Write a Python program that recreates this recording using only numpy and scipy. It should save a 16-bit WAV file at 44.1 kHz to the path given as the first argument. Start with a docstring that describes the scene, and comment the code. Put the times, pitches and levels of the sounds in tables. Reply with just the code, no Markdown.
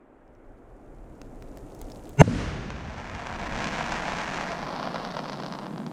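"""A firework shell bursts with one bang, which rolls back from the land near and far: shaped pulses and noise.
Its stars crackle as showers of short pulses, over a thousand a second at first, thinning and dulling.
Before the bang the climbing tail spits ringing ticks and sizzles, and a few tones swell into the burst.
Behind lie a low drone that surges twice and, as filtered noise, wind on the microphone, rumble and hiss.
The bang overloads the microphone, and the gain drops before it creeps back."""
import sys
import numpy as np
from scipy import signal
from scipy.fft import rfft, irfft, next_fast_len
from scipy.io import wavfile
from scipy.ndimage import uniform_filter1d, map_coordinates

SR = 44100
rng = np.random.default_rng(int(sys.argv[2]) if len(sys.argv) > 2 else 0)


def wrap_up_sound(samples):
    """Save the sound to the file named by the first command line argument, as 16-bit audio."""
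    columns = np.atleast_2d(samples).T
    # keep every value between -1 and 1, then stretch to whole-number steps
    tamed = np.clip(columns, -1, 1)
    steps = np.round(tamed * 32767).astype(np.int16)
    wavfile.write(sys.argv[1], SR, steps)


N = 261072
TIME = np.arange(N) / SR
BURST_S = 2.2148  # the bang reaches the microphone


def amp(db):
    """Decibels to gain."""
    return 10 ** (np.asarray(db) / 20)


def unit(x):
    """x at rms 1."""
    return x / np.sqrt(np.mean(x ** 2) + 1e-20)


def peaked(x):
    """x at peak 1."""
    return x / (np.abs(x).max() + 1e-20)


def along(points, hz):
    """(Hz, value) points read on a log frequency axis."""
    f, v = np.transpose(points)
    return np.interp(np.log(hz + 1), np.log(f + 1), v)


def ramp(start, end):
    """A fade from 0 to 1 between two times in seconds."""
    return np.clip((TIME - start) / max(end - start, 1e-4), 0, 1)


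def arch(db, full_s, rise_db_per_s, fall_s=0, fall_db_per_s=0):
    """A level in dB that climbs to its top, holds and may fall again."""
    climb_db = rise_db_per_s * np.maximum(full_s - TIME, 0)
    fall_db = fall_db_per_s * np.maximum(TIME - fall_s, 0)
    return db - climb_db - fall_db


def wobble(rate):
    """A smooth random curve, rate knots a second."""
    knots = rng.standard_normal(int(N * rate / SR) + 4)
    return map_coordinates(knots, [TIME * rate])


def filtered(x, response):
    """x times a response of frequency."""
    m = next_fast_len(N + SR // 2)
    return irfft(rfft(x, m) * response(np.fft.rfftfreq(m, 1 / SR)), m)[:N]


def noise(spectrum):
    """Coloured noise of rms 1."""
    return unit(filtered(rng.standard_normal(N), lambda hz: amp(along(spectrum, hz))))


def pulse(spectrum, size=4096):
    """The most abrupt pressure pulse that has this spectrum (minimum phase), energy 1."""
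    gain = amp(along(spectrum, np.fft.rfftfreq(size, 1 / SR)))
    cepstrum = irfft(np.log(np.maximum(gain, 1e-6)))
    # folding the cepstrum forward packs the energy at the start
    cepstrum[1:size // 2] *= 2
    cepstrum[size // 2 + 1:] = 0
    shape = irfft(np.exp(rfft(cepstrum)))
    return shape / np.linalg.norm(shape)


def split(x, hz):
    """The parts of x below and above a frequency."""
    parts = []
    for kind in ("low", "high"):
        sos = signal.butter(3, min(hz, SR / 3), kind, fs=SR, output="sos")
        parts.append(signal.sosfilt(sos, x))
    return parts


def add(track, s, sound):
    """Mix a sound into a track at a time in seconds."""
    part = track[max(round(s * SR), 0):][:len(sound)]
    part += sound[:len(part)]


def shower(rate, spread_db, limit=1.3):
    """Impulses at random times and of uneven size, power about 1."""
    hit = rng.random(N) < rate / SR
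    sizes = hit * amp(spread_db * np.minimum(rng.standard_normal(N), limit))
    power = np.abs(uniform_filter1d(sizes ** 2, size=8192))
    return sizes / np.sqrt(power + 1e-6)


def field(x):
    """Ground and trees scatter a sound into a short tail; the bass dies first, the middle lasts longest."""
    # Reverberation of the open ground: (frequency [Hz], time to fall by 60 dB [s])
    decay_times = [(200, 0.15), (1500, 1), (8000, 0.49)]
    hz, t, z = signal.stft(rng.standard_normal(SR // 2), SR, nperseg=256)
    fading = amp(-60 * t / along(decay_times, hz)[:, None])
    tail = signal.istft(z * fading, SR, nperseg=256)[1]
    return signal.fftconvolve(x, tail / np.linalg.norm(tail))[:N]


def blast(ground_s=0.00297):
    """The shock front jumps in one pulse; its bounce off the ground follows, duller, with a suction after it."""
    # Shock front: (frequency [Hz], relative level [dB])
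    front_spectrum = [(100, -14), (400, 3), (750, 12), (1100, 1), (2000, -18.5), (4000, -53), (9000, -32.5),
                      (12500, -35), (16000, -52)]
    # Bounce off the ground: (frequency [Hz], relative level [dB])
    bounce_spectrum = [(30, -11), (120, -0.5), (250, -6.5), (450, -10), (800, -9.5), (1500, -38),
                       (3000, -49), (8000, -58), (15000, -82.5)]
    crack = peaked(split(pulse(front_spectrum), 13000)[0])
    push = peaked(pulse(bounce_spectrum))
    suction = -peaked(split(push, 400)[0])
    bang = np.zeros(N)
    add(bang, BURST_S, amp(2.5) * crack)
    add(bang, BURST_S + ground_s, amp(3.5) * push)
    add(bang, BURST_S + ground_s + 0.00071, amp(-12.5) * suction)
    return bang


def echoes():
    """The bang returns as decaying noise, ever deeper, with one faint slap and a bright wash off the trees."""
    # Early roll off the land nearby: (frequency [Hz], relative level [dB])
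    near_roll = [(30, -40), (60, -17), (110, 1), (160, -1.5), (270, -1), (370, -29), (600, -24),
                 (1200, -52), (3000, -120)]
    # Later, deeper roll: (frequency [Hz], relative level [dB])
    far_roll = [(20, -23), (35, -3), (65, 3.5), (110, -2.5), (200, -3), (330, -12.5), (700, -18),
                (1200, -46), (3000, -120)]
    # Bright wash off the trees: (frequency [Hz], relative level [dB])
    wash_spectrum = [(180, -15), (350, 1.5), (700, -3.5), (1400, -2), (2800, -8), (4000, -14.5),
                     (6500, -19), (9500, -50), (11500, -51), (14000, -58), (16000, -85)]
    # Top of the wash, early and quick to die: (frequency [Hz], relative level [dB])
    glint_spectrum = [(2000, -25), (4000, 3), (7000, 0.5), (9500, -6), (11000, -20), (14000, -28),
                      (16000, -45)]
    wash_peak_s, glint_peak_s, slap_s = 2.408, 2.38, 2.277

    since = np.maximum(TIME - BURST_S, 0)
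    nearby = amp(-13.5 - 24.5 * since)  # dB, then dB per second
    distant = amp(-26 - 11 * since)
    depth = ramp(2.28, 2.406)
    roll = np.sqrt(1 - depth) * noise(near_roll) + np.sqrt(depth) * noise(far_roll)
    roll *= np.hypot(nearby, distant)

    wash_db = arch(-24.5, wash_peak_s, 57, wash_peak_s, 31.5)
    glint_db = arch(-39, glint_peak_s, 23, glint_peak_s, 65)
    wash = amp(wash_db) * noise(wash_spectrum) + amp(glint_db) * noise(glint_spectrum)

    slap = np.zeros(N)
    knock = peaked(pulse([(100, -12), (300, -3), (520, 12), (750, -13), (1500, -23), (5000, -70)]))
    add(slap, slap_s, amp(-11.0) * knock)
    add(slap, slap_s + 0.0054, -amp(-19.0) * knock)  # the slap bounces off the ground too
    arrived = ramp(BURST_S + .007, BURST_S + .02)
    return (roll + wash) * arrived + slap


def dying(half_s, spread_s):
    """The share of the stars that still burn: half at half_s, falling along a smooth S."""
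    return 1 / (1 + np.exp((TIME - half_s) / spread_s))


def crackle():
    """Each grain of the stars bursts as one short pulse; the pops thin out and dull as the stars burn out."""
    # Pops of the young stars: (frequency [Hz], relative level [dB])
    fresh_spectrum = [(120, -21), (300, -10), (520, -1), (720, 4.5), (950, 3), (1200, -2.5), (1700, -0.5),
                      (2500, -8), (3200, -14.5), (4500, -20.5), (6000, -20.5), (7500, -28), (10000, -44.5),
                      (14000, -74)]
    # Pops of the dying stars: (frequency [Hz], relative level [dB])
    spent_spectrum = [(60, -48), (150, -21), (350, -8.5), (600, 2.5), (950, 0), (1500, -8), (2400, -16.5),
                      (3300, -13), (5200, -12.5), (6200, -21.5), (7000, -32), (10000, -45), (16000, -68)]
    # Loudest pops, before the trims below: (time [s], reference level [dB], snap relative to it [dB])
    loud_pops = [(2.7041, -9.5, -7.5), (2.8559, -16.5, -19.0), (3.0979, -17, -7), (3.1503, -17.0, -6),
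                 (3.2698, -15.5, -5.5), (3.3267, -18.5, -8), (3.5894, -25, 0), (3.6434, -21.5, 2.5),
                 (3.6719, -18.5, -2.5), (3.7895, -19, -8), (3.8093, -13.5, -21), (3.922, -17, -3.5),
                 (3.9406, -24, -3), (3.9995, -16, -17), (4.0348, -16, -18), (4.0809, -14, -16),
                 (4.1202, -14.5, -15), (4.2021, -16, -25.5), (4.386, -15.5, -19), (4.4108, -14.5, -12),
                 (4.5188, -18.5, -7), (4.7628, -21, -9.0), (4.8288, -18.0, -11.5), (4.8741, -20, -25),
                 (4.9444, -18, -13), (4.9592, -14, -18), (5.0498, -18.5, -8.5), (5.1137, -34, 2),
                 (5.1679, -15.5, -14), (5.192, -18.5, -12), (5.2423, -23.5, -13), (5.2571, -21, -16),
                 (5.2848, -31, -6.5), (5.2972, -19.5, -10), (5.323, -24, -14), (5.331, -24, -6),
                 (5.402, -24.5, -9), (5.4359, -25, -7.5), (5.463, -26, -4), (5.5244, -21, -8),
                 (5.5374, -22.5, -11), (5.5525, -25, -11), (5.5885, -23, -9), (5.6135, -35, -11),
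                 (5.6335, -28, -14.0), (5.667, -22.5, -15), (5.7275, -31, -25), (5.7802, -27, -8),
                 (5.8651, -32, -1)]
    pops_per_s, stray_pops_per_s = 1150, 40  # with all stars alight; throughout the crackle
    body_db, young_snap_db, old_snap_db = -34, -42, -51  # bass part; treble of young and of dying stars
    dull_start_db, sharp_from_s = -2.5, 3.55  # the first pops lack treble

    alight = dying(4.986, 0.28)
    age = ramp(4.37, 4.77)
    grains = shower(pops_per_s * alight + stray_pops_per_s, spread_db=4.0, limit=1.74)
    grains = grains * ramp(2.4, 2.8)  # the stars ignite
    grains = grains * amp(0.72 * wobble(21.98))  # the pops come in clumps
    body = grains * amp(body_db) * np.sqrt(alight)

    snap_db = young_snap_db * (1 - age) + old_snap_db * age
    snap_db += dull_start_db * (1 - ramp(sharp_from_s - .05, sharp_from_s + 0.036))
    uneven_db = 2 * np.clip(rng.standard_normal(N), -2, 1.5)  # some pops are sharper than others
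    # the snaps die out later than the body, and more suddenly
    snap = grains * amp(snap_db + uneven_db) * np.sqrt(dying(5.41, 0.071))

    young = split(pulse(fresh_spectrum), 2900)
    old = split(pulse(spent_spectrum), 2900)
    pops = np.zeros(N)
    for share, shapes in ((1 - age, young), (age, old)):
        for train, shape in zip((body, snap), shapes):
            pops -= signal.fftconvolve(share * train, shape / np.linalg.norm(shape))[:N]

    widths_s = rng.uniform(0.00037, 0.00092, len(loud_pops))
    for (s, db, sharp_db), width_s in zip(loud_pops, widths_s):
        thud, click = young if s < 4.6 else old
        thud, click = peaked(thud), peaked(click)
        pop = amp(db - 3) * thud + amp(db + sharp_db + 2.5) * click
        # a loud pop is an N-wave: push, suction, push
        add(pops, s - 0.65 * width_s, amp(db - 13) * thud)
        add(pops, s, -pop)
        add(pops, s + width_s, amp(db - 32) * thud)
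        add(pops, s + rng.uniform(.0007, 0.00256), -amp(-7) * pop)  # its bounce off the ground
    return pops + amp(-9.0) * field(pops)


def tail_sparks():
    """The climbing tail spits sharp ticks, each with a pitch of its own, over a fine sizzle of pulses."""
    # Loudest sparks, before the trims below:
    # (time [s], peak level [dB], ring [Hz], top treble level [dB], body level [dB])
    loud_sparks = [(0.2788, -57, 4730, -19, 2), (0.351, -57, 5410, -24, -6), (1.2165, -29, 6050, -23, -3),
                   (1.424, -32.5, 3900, -17, 5), (1.5732, -31, 4560, -8, 4), (1.749, -37, 4980, -10, -17),
                   (1.8153, -25, 6000, -7.5, -2.5), (1.9006, -37, 5900, -23, -9),
                   (1.919, -35, 4800, -26, -32), (2.0934, -33, 6500, -13, -18), (2.1754, -37, 6330, -10, 5)]
    ticks, t = np.zeros(N), TIME[:600]
    for s, db, hz, top_db, body_db in loud_sparks:
        bass = [(300, body_db + 12.5), (1600, body_db)]
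        ring = [(1.02 * hz, -7), (hz, 2)]
        treble = [(max(1.4 * hz, 10000), top_db - 2), (16000, top_db + 1.5)]
        tick = pulse(bass + ring + treble)
        spit = 0.15 * rng.standard_normal(len(t)) * np.exp(-t / 0.0017)
        spit[0] = 1
        add(ticks, s, amp(db + 2) * peaked(signal.fftconvolve(tick, spit)))

    burning = amp(-102 + 31.5 * ramp(0.16, 1.93)) * (TIME < BURST_S)
    for hz in (2830, 4070, 5600, 7500):
        fizz = pulse([(.2 * hz, -25), (0.56 * hz, -9), (hz, 0), (1.8 * hz, -12), (16000, -22)])
        ticks += signal.fftconvolve(shower(50, spread_db=7), fizz)[:N] * burning
    return ticks + amp(-32.0) * field(ticks)


def swell(rise_s=0.012, bend=1.43):
    """Low tones, thin fluttering high ones and grit swell for hundredths of a second, to break off at the bang."""
    # Tones before the bang, ahead of the common gain below: (frequency [Hz], level [dB])
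    swell_tones = [(140.0, -12), (419.9, -22.5), (915, -33), (1357, -39), (1460, -34.5), (1739, -45),
                   (2110, -38), (2293, -38), (2767, -34), (3612, -63), (3989, -54), (5012, -63),
                   (5394, -56), (6325, -38), (7456, -43), (8484, -69), (9981, -54)]
    near = np.abs(TIME - BURST_S) < .06
    t = TIME[near] - BURST_S
    tones = np.zeros(N)
    for hz, db in swell_tones:
        flutter_db = 6.3 * (hz > 1000) * np.sin(2 * np.pi * (90 * t + rng.random()))
        tones[near] -= amp(db + flutter_db) * np.sin(2 * np.pi * hz * t)
    grit = amp(-22.0) * noise([(300, -7), (850, 10.5), (1200, -10), (2800, -4), (4000, -20.0),
                               (7000, -15), (12000, -38), (15000, -48), (16000, -68)])
    lead = np.maximum(BURST_S - .006 - TIME, 0)
    rise = np.exp(-(lead / rise_s) ** bend)
    cut = 1 - ramp(BURST_S - .001, BURST_S + 0.0043)
    return (amp(8.5) * tones + grit) * rise * cut


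def drone():
    """Low noise in a narrow band, uneven in level, sets in under the crackle and surges twice."""
    # Colour of the drone: (frequency [Hz], relative level [dB])
    drone_spectrum = [(50, -70), (105, -34), (138, -4), (172, 0), (220, -3), (310, -9.5), (500, -37),
                      (900, -53), (2000, -120)]
    # Surges of the drone: (time [s], added level [dB])
    surges = [(3.6, 3), (5.8, 6)]
    surge_width_s = 0.078
    surge_db = sum(db * np.exp(-.5 * ((TIME - s) / surge_width_s) ** 2) for s, db in surges)
    level = amp(-40.5 + surge_db + 0.65 * wobble(12))
    return level * noise(drone_spectrum) * ramp(3.04, 3.52)


def air():
    """Noise for wind on the microphone, a far rumble and a thin hiss fades in over a steady rush; wind drops."""
    # Wind on the microphone: (frequency [Hz], relative level [dB])
    wind_spectrum = [(8, -22), (20, 12), (32, 11), (55, 3.5), (80, -2.5), (130, 0.5), (250, -32),
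                     (600, -120)]
    # Far rumble: (frequency [Hz], relative level [dB])
    rumble_spectrum = [(110, -7), (170, -4.5), (270, 3), (400, -1.5), (550, -4), (750, -6.5), (1100, -18),
                       (1600, -26), (2300, -30), (3000, -36.5), (5000, -55), (9000, -120)]
    # Faint steady rush: (frequency [Hz], relative level [dB])
    rush_spectrum = [(300, -29), (900, -1), (1400, -1.5), (2200, -11.5), (2800, -24), (3600, -30),
                     (6000, -120)]
    # Thin hiss: (frequency [Hz], relative level [dB])
    hiss_spectrum = [(1500, -4), (5500, 1), (7000, 5.5), (9500, 1.5), (12000, -4), (15000, -5),
                     (16000, -41)]
    # Climb of the wind: (level [dB], reached at [s], climb [dB/s])
    wind_rise = (-43.5, 1.35, 14.4)
    # Climb of the rumble, before 1.5 dB is added: (level [dB], reached at [s], climb [dB/s])
    rumble_rise = (-45.5, 1.896, 6.24)
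    # Climb of the hiss, before 8 dB is added: (level [dB], reached at [s], climb [dB/s])
    hiss_rise = (-73.5, 1.86, 13.8)

    wind_db = arch(*wind_rise, fall_s=3.88, fall_db_per_s=12) + 2.2 * wobble(16.0)
    wind = amp(wind_db) * noise(wind_spectrum)

    deep = ramp(.3, 1.18) * (1 - ramp(3.93, 4.76))  # the rumble has its bass only while the wind is up
    full = split(noise(rumble_spectrum), 114)[1]
    thin = split(noise(rumble_spectrum), 200)[1]
    rumble = np.sqrt(deep) * full + np.sqrt(1 - deep) * thin
    rumble *= amp(arch(*rumble_rise) + 1.5 + 0.14 * wobble(22))

    rush = amp(-66.0) * noise(rush_spectrum)
    hiss = amp(arch(*hiss_rise) + 8.0) * noise(hiss_spectrum)
    return wind + rumble + rush + hiss


def scene():
    """Burst, echo, crackle, climb and night air at one microphone."""
    burst = blast() + echoes() + crackle()
    climb = tail_sparks() + swell()
    return (burst + climb + drone() + air())[None]


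def gain_control(x):
    """The recorder's gain control: an overload turns the gain down; it stays down, then creeps back."""
    overload, react_s = 1.0, .012  # peak that triggers it; delay
    duck_db, hold_s, recover_db_per_s = 12, 0.59, 14.5
    last_overload = np.maximum.accumulate(np.where(np.abs(x) > overload, TIME, -np.inf))
    since = TIME - last_overload
    cut_db = np.maximum(duck_db - recover_db_per_s * np.maximum(since - hold_s, 0), 0)
    cut_db = uniform_filter1d(cut_db, size=256)
    return x * amp(-np.interp(TIME - react_s, TIME, cut_db))


def record(dry):
    """The bang ducks the gain and rounds off at the microphone's limit; nothing passes above the band limit."""
    top_hz = 16500
    ridden = gain_control(dry[0])
    clipped = ridden / (1 + np.abs(ridden) ** 8) ** (1 / 8)
    return filtered(clipped, lambda hz: hz < top_hz)[None]


dry = scene()
out = record(dry)
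wrap_up_sound(out)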